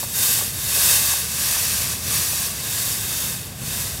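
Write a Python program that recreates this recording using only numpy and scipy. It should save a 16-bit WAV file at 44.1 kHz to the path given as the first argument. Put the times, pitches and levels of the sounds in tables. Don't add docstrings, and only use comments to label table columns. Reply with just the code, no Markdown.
import sys
import numpy as np
from scipy import signal
from scipy.fft import rfft, irfft
from scipy.io import wavfile
from scipy.ndimage import map_coordinates

SR = 44100
rng = np.random.default_rng(int(sys.argv[2]) if len(sys.argv) > 2 else 0)


def transcribe(u):
    v = np.clip(np.atleast_2d(u).T, -1, 1)
    q = np.round(v * 32767).astype(np.int16)
    wavfile.write(sys.argv[1], SR, q)


N = 176400
TIME_S = np.arange(N) / SR
FREQ_HZ = np.maximum(np.arange(N // 2 + 1) * SR / N, 1)


def undb(db):
    return 10 ** (np.asarray(db) / 20)


def curve(rows, column=1):
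    rows = np.array(rows)
    return np.interp(TIME_S, rows[:, 0], rows[:, column])


def unit_rms(x):
    return x / np.std(x)


def filtered(x, gain):
    return irfft(rfft(x) * gain, N)


def noise(spectrum):
    freq_hz, density_db = np.array(spectrum).T
    gain = undb(np.interp(np.log(FREQ_HZ), np.log(freq_hz), density_db))
    return unit_rms(filtered(rng.standard_normal(N), gain))


def wander(rate_hz):
    return unit_rms(filtered(rng.standard_normal(N), np.exp(-(FREQ_HZ / rate_hz) ** 2)))


def treble_shelf(x, corner_hz, gain_db):
    treble = filtered(x, FREQ_HZ ** 4 / (FREQ_HZ ** 4 + corner_hz ** 4))
    return x + (undb(gain_db) - 1) * treble


# time_s, level_db
JET_SURGES = [(0, -24.5), (.075, -30.5), (.12, -28.5), (.165, -22), (.23, -17.5), (.35, -19), (.4, -21.5),
              (.44, -23.5), (.52, -29), (.67, -24), (.76, -18.5), (.84, -16), (.93, -15.5), (1.02, -19),
              (1.11, -19), (1.2, -23), (1.28, -27.5), (1.42, -21), (1.5, -21), (1.8, -22), (1.92, -25),
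              (2, -31), (2.07, -25), (2.16, -20), (2.26, -22.5), (2.46, -23.5), (2.53, -29.5),
              (2.63, -27.5), (2.74, -23.5), (2.91, -23), (3, -26.5), (3.21, -23.5), (3.31, -26),
              (3.42, -33), (3.55, -40), (3.6, -35), (3.69, -27), (3.8, -25), (3.88, -27.5), (4, -32)]
# freq_hz, density_db
JET_SPECTRUM = [(150, -25), (450, -10.5), (800, -10.5), (1400, -6.5), (2300, -9), (4000, -3), (6000, -1.5),
                (8500, -0.5), (12000, -0.8), (14500, -3), (16000, -9)]
# time_s, tilt_db
JET_TILT = [(0, 2), (.25, 3.5), (.42, 1), (1.15, 0), (1.4, -1.2), (2.1, -1.7), (2.3, 1), (2.55, -3),
            (2.8, 0), (3.2, 0.2), (3.5, -1), (4, -0.5)]
# time_s, position (0 rest, 1 fully aside, negative the other way)
SWING_PATH = [(0, -0.45), (1.15, 0.12), (1.5, 0.92), (1.9, 0.94), (2.4, 0.86), (2.75, -.05), (3.2, -0.54),
              (4, 0.018)]


def vapour_jet():
    surge_db, swing = curve(JET_SURGES), curve(SWING_PATH)
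    hiss = noise(JET_SPECTRUM)
    sizzle_db = 0.43 * wander(rate_hz=910)
    hiss = nozzle_resonance(hiss * undb(sizzle_db), swing)
    hiss = unit_rms(reflections(hiss, swing))
    bright_db, tilt_db = 0.039 * (surge_db - surge_db.mean()), curve(JET_TILT)
    hiss = treble_shelf(hiss, corner_hz=3040, gain_db=bright_db) * undb(-bright_db)
    hiss = treble_shelf(hiss, corner_hz=7500, gain_db=tilt_db) * undb(-tilt_db / 2)
    trim_db, flutter_db = 0.5, 0.42 * wander(rate_hz=45)
    return hiss * undb(surge_db + trim_db + flutter_db)


# centre_hz, width_hz, rest_db, swung_db
NOZZLE_BANDS = [(1370, 120, -6.5, -6.5), (1704, 340, 4, 4), (2620, 270, 5, 6), (3680, 200, 3.5, -2),
                (3980, 160, -3, 2.5), (5560, 87, 0.5, 2.5), (5984, 150, 0, 3), (7800, 120, 0, 0),
                (8000, 300, 1.5, 1.5), (9040, 310, 0.5, 1.5), (10400, 230, -0.5, 1)]


def nozzle_resonance(hiss, swing):
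    rest_eq_db = swung_eq_db = 0
    for centre_hz, width_hz, rest_db, swung_db in NOZZLE_BANDS:
        bell = 1 / (1 + (2 * (FREQ_HZ - centre_hz) / width_hz) ** 2)
        rest_eq_db += rest_db * bell
        swung_eq_db += swung_db * bell
    return (1 - swing) * filtered(hiss, undb(rest_eq_db)) + swing * filtered(hiss, undb(swung_eq_db))


# rest_delay_ms, swung_delay_ms, rest_db, swung_db, centre_hz
ECHO_PATHS = [(.876, 0.862, -25.5, -15, 11000), (1.088, 1.07, -21, -23, 3700),
              (1.882, 1.833, -17.5, -19, 2600), (1.94, 1.62, -38, -17.5, 5000), (3.08, 3.9, -40, -22, 5000),
              (3.21, 5.2, -15, -40, 4000)]


def reflections(hiss, swing):
    width_octaves, scatter_db, scatter_decay_s = 3.7, -15, 0.01
    combed = hiss
    for rest_delay_ms, swung_delay_ms, rest_db, swung_db, centre_hz in ECHO_PATHS:
        delay_s = (rest_delay_ms + (swung_delay_ms - rest_delay_ms) * swing) / 1000
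        band = filtered(hiss, np.exp(-0.5 * (np.log2(FREQ_HZ / centre_hz) / width_octaves) ** 2))
        echo = map_coordinates(band, [(TIME_S - delay_s) * SR], order=3, mode="mirror")
        gain = np.interp(swing, [0, 1], undb([rest_db, swung_db]))
        combed = combed + gain * echo
    tail = rng.standard_normal(N) * np.exp(-TIME_S / scatter_decay_s) * (TIME_S > 0.002)
    scatter = filtered(combed, rfft(tail / np.linalg.norm(tail)))
    return combed + undb(scatter_db) * scatter


# freq_hz, density_db
FLAME_SPECTRUM = [(20, -32), (36, -26), (54, -1), (68, -4), (90, -0.5), (120, 0.5), (200, -5.5),
                  (280, -14.5), (500, -16.5), (900, -22), (2500, -24.5), (9000, -30.5), (16000, -40)]
# time_s, level_db
FLAME_ENVELOPE = [(0, -36.5), (.6, -37), (1.1, -39), (1.7, -36.5), (1.95, -34.5), (2.2, -34), (2.4, -37.5),
                  (2.8, -36), (3.05, -34), (3.4, -36.5), (3.75, -34), (4, -35)]
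# time_s, pitch_hz, rms_db
BURNER_DRONE = [(0, 76.2, -61), (.7, 78.3, -46.5), (1.2, 77.75, -38.5), (1.55, 79.4, -46.5), (1.9, 81, -40),
                (2.4, 82.7, -42), (2.7, 84, -55), (4, 86.7, -55)]


def burner():
    rumble = noise(FLAME_SPECTRUM)
    trim_db, flicker_db = 0.7, 0.55 * wander(rate_hz=30)
    rumble *= undb(curve(FLAME_ENVELOPE) + trim_db + flicker_db)
    pitch_hz = curve(BURNER_DRONE) * (1 + 0.008 * wander(rate_hz=6))
    drone = np.sqrt(2) * np.sin(2 * np.pi * np.cumsum(pitch_hz) / SR)
    return rumble + drone * undb(curve(BURNER_DRONE, column=2))


# start_s, start_pitch_hz, level_db
COIL_SPITS = [(.030, 1300, -25.5), (.038, 1010, -29), (.389, 1200, -28), (.410, 1400, -28),
              (.422, 700, -27.5), (.773, 850, -28), (1.117, 1110, -38), (1.137, 1250, -24),
              (1.565, 1300, -28), (2.332, 950, -27.5)]
# freq_hz, density_db
PUFF_SPECTRUM = [(150, -12), (450, 1), (1000, -2), (2000, -12), (8000, -24)]


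def coil_spits():
    rise_s, pitch_decay_s = 0.0017, 0.0073
    puff_db, puff_decay_s = -10.5, 0.0077
    spits, puff_noise = np.zeros(N), noise(PUFF_SPECTRUM)
    for start_s, start_pitch_hz, level_db in COIL_SPITS:
        age_s = np.clip(TIME_S - start_s, 0, 0.1)
        cycles = start_pitch_hz * pitch_decay_s * (1 - np.exp(-age_s / pitch_decay_s))
        envelope = age_s / rise_s * np.exp(1 - age_s / rise_s)
        blip = envelope * np.sin(2 * np.pi * (cycles + rng.random()))
        puff = puff_noise * (age_s > 0) * np.exp(-age_s / puff_decay_s)
        spits += undb(level_db) * (blip + undb(puff_db) * puff)
    return spits


def scene():
    return np.tile(vapour_jet() + burner() + coil_spits(), (2, 1))


def record(dry):
    cutoff_hz = 15750
    return signal.sosfilt(signal.ellip(12, 0.1, 90, cutoff_hz, fs=SR, output="sos"), dry)


dry = scene()
out = record(dry)
transcribe(out)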